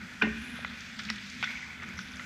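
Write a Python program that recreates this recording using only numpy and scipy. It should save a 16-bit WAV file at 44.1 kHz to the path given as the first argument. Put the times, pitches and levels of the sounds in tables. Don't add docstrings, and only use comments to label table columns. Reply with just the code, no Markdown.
import sys
import numpy as np
from scipy import signal
from scipy.io import wavfile

SR = 44100
rng = np.random.default_rng(int(sys.argv[2]) if len(sys.argv) > 2 else 0)


def linear_from_db(decibels):
    return 10 ** (np.asarray(decibels, float) / 20)


def wav_out(sig):
    wavfile.write(sys.argv[1], SR, np.round(np.clip(np.atleast_2d(sig).T, -1, 1) * 32767).astype(np.int16))


N = 99225

# pitch in Hz, level in dB per Hz.
PLANT_COLOUR = [(25, -9), (50, -3.5), (100, -10.5), (200, -5.5), (260, -15.5), (310, -10.5), (500, -38.5),
                (900, -22.5)]
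# pitch in Hz, width in Hz, level in dB.
HUM_TONES = [(78.7, 11, -57.5), (248.7, 3.4, -57.5), (205.3, 29.4, -55), (151.6, 27, -72),
             (122.5, 8.2, -65.5)]
# time in seconds, level in dB.
SKATER_WEIGHT = [(0, 4.5), (.2, -1), (.45, 3.5), (.7, 0.5), (.9, -3), (1.0, 3), (1.2, 3), (1.3, -5),
                 (1.4, 3.5), (1.7, -1.5), (1.9, 7), (2.05, 2.5), (2.25, 2)]
# time in seconds, pitch in Hz, level in dB.
DRONE_PATH = [(0, 227.7, -62), (.2, 229.9, -51), (0.247, 217.3, -25.5), (0.298, 221.7, -38),
              (0.348, 222, -42), (.55, 238.3, -55.5), (0.661, 230.2, -45), (.9, 227.1, -59),
              (1.098, 218.2, -46.5), (1.26, 202, -54), (1.41, 230.2, -50.5), (1.55, 214, -59),
              (1.9, 215, -74), (2.25, 226.4, -64)]
# time in seconds, level in dB, brightness in dB.
CARVE_EFFORT = [(0, -46.5, -4.5), (0.199, -47.5, -1.5), (.4, -49.5, 3.5), (.6, -44.5, -4), (.85, -47, 1),
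                (.97, -48.5, 4), (1.15, -49, 5.5), (1.351, -49.5, 5), (1.5, -43.5, 2.5), (1.62, -52.5, 6.5),
                (1.78, -45.5, -4.5), (1.949, -46, -1.5), (2.1, -47.5, 0), (2.25, -45.5, -3)]
# pitch in Hz, level in dB per Hz.
CARVE_COLOUR = [(400, -11), (1100, -10.5), (1450, 1.5), (2450, 3), (3000, -8), (5600, -11.5), (7600, -20),
                (15000, -27.5)]
# start in seconds, length in seconds, share of it spent rising.
BITES = [
    (.34, .3, .45),
    (1.445, .3, .03),
    (1.97, .07, .08),
    (2.18, .09, .1),
    (.3, .57, .4),
    (.95, .55, .3),
    (1.818, .028, .1),
    (1.88, .5, .3),
    (1.47, .27, .2),
    (0, .4, .01),
]
# level in dB, pitch in Hz, width in Hz.
BITE_HISS = [(-56.5, 10130, 1700), (-47.5, 2195, 310), (-50.5, 5650, 840), (-58, 6600, 1800),
             (-57, 3700, 1100), (-59, 4700, 1800), (-45, 1760, 1250), (-67, 10300, 1700), (-58, 1010, 380),
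             (-62, 5500, 6700)]
# time in seconds, level in dB.
BOOMS = [
    (.226, -30.5),
    (.237, -33),
    (0.271, -33.5),
]
# pitch in Hz, level in dB, seconds to fall by 60 dB.
BOARD_MODES = [(63.9, -13, 0.94), (177, -14.5, 0.48), (305, 0.5, 0.15), (352.5, -8.5, 0.18),
               (420, -3.5, 0.17), (580, -2, 0.03), (800, -3, 0.018), (1073, -10, 0.024)]
# start in seconds, peak in dB, pitch in Hz, swell time in seconds.
SKIP_TONES = [(.2142, -26, 1481, 0.002), (.219, -17, 2445, 0.002), (.2208, -17.5, 1580, 0.0015),
              (.2295, -25.5, 1500, 0.0023), (.6493, -26, 2020, 0.00099), (0.59, -36, 650, 0.0009),
              (1.4275, -33, 800, 0.0013), (1.101, -32, 1162, 0.0012), (1.1012, -42.5, 480, 0.0011),
              (.2222, -24, 1043, 0.00073), (.2225, -34, 646, 0.0016), (.238, -35, 756, 0.0027),
              (.253, -37.5, 990, 0.0026), (.2222, -21.5, 2120, 0.00054), (.212, -43, 3100, 0.004),
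              (.2305, -31.5, 2700, 0.0015), (.2235, -23, 1900, 0.0014), (1.4445, -34, 2050, 0.0018),
              (1.455, -32, 2100, 0.0017), (1.4895, -37, 2200, 0.0019), (1.1, -51, 12000, 0.0012),
              (1.1025, -46, 10100, 0.00099), (1.1010, -39, 7100, 0.00055), (1.1030, -26, 1970, 0.0014),
              (1.4305, -24, 2350, 0.0013), (1.4755, -31, 2160, .002), (1.503, -37, 2300, 0.0018),
              (1.5316, -41, 2300, 0.0014), (1.5535, -36.5, 2240, 0.004), (1.572, -30, 2400, 0.0012),
              (1.585, -42, 2260, 0.0012), (1.6069, -39, 2250, 0.0015), (1.625, -34.5, 2060, 0.0025),
              (1.667, -42, 2400, 0.0024), (1.6935, -42, 2200, 0.0024), (1.705, -40, 2250, 0.0023),
              (1.8, -36, 2100, 0.0013), (1.8195, -36, 2020, 0.0014), (1.827, -37, 2070, .002),
              (1.84, -36, 2140, 0.0012), (1.978, -37, 2100, 0.0018), (1.9903, -29, 1570, 0.0012),
              (2.033, -39, 1950, 0.00088), (.276, -34, 2300, 0.0014), (.289, -34.5, 2400, .003)]
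# start in seconds,
# peak in dB, pitch in Hz, width in octaves, ring in seconds.
CLACKS = [(0.6478, -19.5, 1510, 1.8, .0045), (0.994, -27.5, 1900, 0.92, 0.067),
          (1.088, -28.5, 2290, 0.61, 0.075), (1.0945, -30, 1930, 0.5, 0.027),
          (1.101, -20.5, 1800, 1.03, 0.024), (1.4272, -18, 1910, 1.7, 0.017),
          (1.4362, -21, 1870, 0.86, 0.048), (1.4418, -24, 2130, 1.6, 0.049),
          (1.4737, -26, 1940, 0.28, 0.015), (1.505, -52, 2300, 0.45, .05),
          (1.573, -42, 2260, 0.43, 0.031), (1.6295, -35, 2000, 0.32, 0.06),
          (1.700, -52, 2168, 0.13, 0.054), (1.836, -29, 1680, 0.8, 0.011),
          (1.9902, -31, 1700, 1.5, 0.023), (2.1953, -27.5, 1700, 1.07, 0.038),
          (0.223, -29.5, 3950, 0.6, .05), (0.806, -35.5, 5005, 0.67, 0.028),
               (0.991, -29, 3950, 0.92, 0.063), (1.036, -37, 5940, 0.83, 0.026),
               (1.051, -30, 3870, 0.96, 0.027), (1.101, -18.5, 4660, 0.54, 0.019),
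               (1.159, -34.5, 4547, 1.5, .03), (1.183, -31, 3030, 0.78, 0.023),
               (1.300, -32.5, 5550, 0.84, 0.024), (1.428, -36, 4400, 1.2, 0.03),
               (1.442, -32, 5450, 0.23, 0.02), (1.832, -43, 5600, 0.39, 0.017),
               (1.889, -44, 6160, 0.54, 0.017), (1.990, -33, 3900, 1, 0.022),
               (2.085, -39.5, 4160, 0.74, 0.045), (2.119, -41, 5900, 0.27, 0.017),
               (2.137, -39, 3496, 0.57, 0.071), (2.169, -37, 5300, 0.4, 0.019),
               (2.159, -38.5, 6300, 0.62, 0.024), (1.937, -46, 5000, 1.3, 0.035)]
# pitch in Hz, level in dB, seconds to fall by 60 dB.
STICK_MODES = [(727, -19, 0.024), (1030, -10, 0.013), (1320, -11, 0.014), (1456, -13.5, 0.069),
               (1716, -7, 0.023), (1843, -6.5, 0.058), (1930, -0.5, 0.016), (2102, -7.5, 0.051),
               (2380, -5, 0.0065), (2530, -10, 0.0073), (2640, -6, 0.024), (2955, -3.5, 0.0097)]
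# pitch in Hz, width in Hz, level in dB.
HOUSING_TONES = [(1480, 89, -4.5), (2030, 185, -54), (3444, 184, 2)]

PLANT_DB = -54.5
CHIPS_PER_S, CHIP_SPREAD_DB, CHIP_SHARE = 2500, -0.5, 0.46
BRIGHT_FROM_HZ = 2160
EDGE_FADE, EDGE_FLUTTER_DB = 0.2, 2.5
CLICK_DB = 17
SOFT_ABOVE = 1.97
SHOT_S, SHOT_DB = 0.222, -19.5
DRAG_S, DRAG_DB = 0.016, -39
RATTLE_S, RATTLE_DB = 0.024, -26
HALL_T60_S, HALL_DB, HALL_RISE_S, HALL_CUT_HZ = 1.7, -10.5, 0.0011, 2500
HALL_LOW_HZ, HALL_LOW_DB = 1370, -10
FAR_WALL_S, FAR_WALL_SMEAR_S, FAR_WALL_DB = 0.066, 0.016, -25.5
SKIP_HALL_DB = -4
PORT_HZ, PORT_DB = 7750, -5.5
LOW_CUT_HZ, CUTOFF_HZ = 70, 15200


def rms_one(x):
    return x / np.sqrt(np.mean(x ** 2) + 1e-20)


def drift(rate):
    r = np.exp(-80 * np.pi * rate / SR)
    slow = signal.lfilter([1], [1, -2 * r, r * r], rng.standard_normal(N // 40 + 2002))[2000:]
    return np.interp(np.arange(N) / 40, np.arange(len(slow)), rms_one(slow))


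def ring(x, hz, t60):
    r = linear_from_db(-60 / (t60 * SR))
    w = 2 * np.pi * hz / SR
    return signal.lfilter([0, np.sin(w)], [1, -2 * r * np.cos(w), r * r], x + 1e-18)


def low_pass(x, hz):
    return signal.sosfilt(signal.butter(2, hz, fs=SR, output="sos"), x)


def high_pass(x, hz):
    return signal.sosfilt(signal.butter(2, hz, "high", fs=SR, output="sos"), x)


def band_pass(x, low_hz, high_hz):
    high_hz = min(high_hz, 0.45 * SR)
    return signal.sosfilt(signal.butter(2, [low_hz, high_hz], "band", fs=SR, output="sos"), x)


def banded(sources, colour, patchy_db, extra_db=lambda hz: 0):
    f, db = np.transpose(colour)
    borders = f[0] * 2 ** np.arange(0, np.log2(f[-1] / f[0]) + 0.3, 1 / 3)
    out = 0
    for k, (low, high) in enumerate(zip(borders, borders[1:])):
        hz = np.sqrt(low * high)
        sos = signal.butter(2, [low, high], "band", fs=SR, output="sos")
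        part = signal.sosfilt(sos, sources[k % 2])
        level_db = np.interp(np.log(hz), np.log(f), db) + patchy_db * drift(5.1) + extra_db(hz)
        out = out + part * linear_from_db(level_db)
    return out


def plant():
    out = linear_from_db(PLANT_DB) * rms_one(banded(rng.standard_normal((2, N)), PLANT_COLOUR, patchy_db=1.0))
    for hz, width, db in HUM_TONES:
        t60 = np.log(1000) / np.pi / width / 1.72
        once = ring(rng.standard_normal(N + SR), hz, t60)
        tone = ring(once, hz, t60)[SR:]
        out = out + linear_from_db(db) * rms_one(tone)
    return out * linear_from_db(np.interp(np.arange(N) / SR, *np.transpose(SKATER_WEIGHT)))


def drone():
    s, hz, db = np.transpose(DRONE_PATH)
    t = np.arange(N) / SR
    pitch = np.interp(t, s, hz) + 4.55 * drift(8.6)
    level = linear_from_db(np.interp(t, s, db) + 4.8 * drift(13.0))
    return np.sqrt(2) * level * np.sin(2 * np.pi * np.cumsum(pitch) / SR)


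def carving():
    s, db, bright = np.transpose(CARVE_EFFORT)
    t = np.arange(N) / SR
    db, bright = np.interp(t, s, db), np.interp(t, s, bright)
    noise = rng.standard_normal((2, N))
    size = linear_from_db(CHIP_SPREAD_DB * np.minimum(rng.exponential(1, (2, N)), 4))
    chips = size * (rng.random((2, N)) < CHIPS_PER_S / SR) * np.sign(noise)
    mix = CHIP_SHARE * rms_one(chips) + (1 - CHIP_SHARE) * noise

    def lift(hz):
        share = np.clip(np.log2(hz / BRIGHT_FROM_HZ) + 0.5, 0, 1)
        return bright * share * (0.4 if hz > 8500 else 1)

    return linear_from_db(db + 12 + 0.61 * drift(46)) * banded(mix, CARVE_COLOUR, patchy_db=1.41, extra_db=lift)


def edges():
    out = np.zeros(N + SR)
    for (s, length, rise), (db, hz, width) in zip(BITES, BITE_HISS):
        u = np.arange(int(length * SR)) / (length * SR)
        shape = np.minimum(u / rise, 1) * (1 - u) ** EDGE_FADE
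        hiss = rms_one(band_pass(rng.standard_normal(N), hz - width / 2, hz + width / 2))
        hiss = hiss * linear_from_db(db + EDGE_FLUTTER_DB * drift(43))
        out[int(s * SR):][:len(u)] += shape * hiss[2000:][:len(u)]
    return out[:N]


def boards():
    out = 0
    for hz, db, t60 in BOARD_MODES:
        push = np.zeros(N)
        for s, boom_db in BOOMS:
            push[int(s * SR)] = linear_from_db(boom_db + db + rng.normal(0, 3.5))
        out = out + ring(push, hz, t60)
    return signal.lfilter([0.12], [1, -0.88], out)


def skips():
    out = np.zeros(N + SR)
    t = np.arange(SR // 20) / SR
    for s, db, hz, swell in SKIP_TONES:
        shape = t / swell * np.exp(1 - t / swell)
        out[int(s * SR):][:len(t)] += linear_from_db(db) * shape * np.sin(2 * np.pi * hz * t)
    return out[:N]


def clacks():
    out = np.zeros(N + SR)
    t = np.arange(SR // 8) / SR
    for s, db, hz, octaves, t60 in CLACKS:
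        splinters = rng.standard_normal(len(t)) * linear_from_db(-60 * t / t60)
        contact = splinters + linear_from_db(CLICK_DB) * (t == 0)
        body = band_pass(contact, hz * 2 ** (-octaves / 2), hz * 2 ** (octaves / 2))
        body = low_pass(body, min(SOFT_ABOVE * hz, 0.45 * SR))
        out[int(s * SR):][:len(t)] += linear_from_db(db) * body / np.abs(body).max()
    return out[:N]


def shot():
    t = np.arange(N) / SR - SHOT_S
    drag = linear_from_db(DRAG_DB) * (t > -DRAG_S) * np.exp(-np.abs(t) / np.where(t < 0, 0.005, 0.003))
    rattle = linear_from_db(RATTLE_DB) * (t > 0) * np.exp(-np.abs(t) / RATTLE_S)
    strike = np.arange(N) == int(SHOT_S * SR)
    force = (drag + rattle) * rng.standard_normal(N) - strike
    out = 0
    for k, (hz, db, t60) in enumerate(STICK_MODES):
        out = out + linear_from_db(db) * (-1) ** k * ring(force, hz, t60)
    return linear_from_db(SHOT_DB) * out


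def hall(x):
    t = np.arange(N) / SR
    noise = rng.standard_normal(N)
    low = low_pass(noise, HALL_CUT_HZ)
    high = noise - low
    tail = low * linear_from_db(-60 * t / HALL_T60_S) + high * linear_from_db(-60 * t / (HALL_T60_S * 0.18))
    tail = tail * (1 - np.exp(-t / HALL_RISE_S))
    tail = linear_from_db(HALL_LOW_DB) * tail + high_pass(tail, HALL_LOW_HZ)
    echo = low * np.exp(-((t - FAR_WALL_S) / FAR_WALL_SMEAR_S) ** 2)
    reply = linear_from_db(HALL_DB) * tail / np.linalg.norm(tail) + linear_from_db(FAR_WALL_DB) * echo / np.linalg.norm(echo)
    return signal.fftconvolve(x, reply)[:N]


def scene():
    background = plant() + drone()
    skating = carving() + edges()
    puck_skips = skips()
    blows = boards() + clacks() + shot()
    reply = hall(blows + linear_from_db(SKIP_HALL_DB) * puck_skips)
    return (background + skating + puck_skips + blows + reply)[None]


def top_cut(x):
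    return signal.sosfilt(signal.butter(12, 15360, fs=SR, output="sos"), x)


def record(dry):
    x = dry
    for hz, width, db in HOUSING_TONES:
        x = x + linear_from_db(db) * signal.lfilter(*signal.iirpeak(hz, hz / width, fs=SR), dry)
    below_port = signal.sosfiltfilt(signal.butter(8, PORT_HZ, fs=SR, output="sos"), x)
    x = linear_from_db(PORT_DB) * x + (1 - linear_from_db(PORT_DB)) * below_port
    x = high_pass(x, LOW_CUT_HZ)
    x = signal.sosfilt(signal.ellip(12, 0.5, 60, CUTOFF_HZ, fs=SR, output="sos"), x)
    return top_cut(x)


dry = scene()
out = record(dry)
wav_out(out)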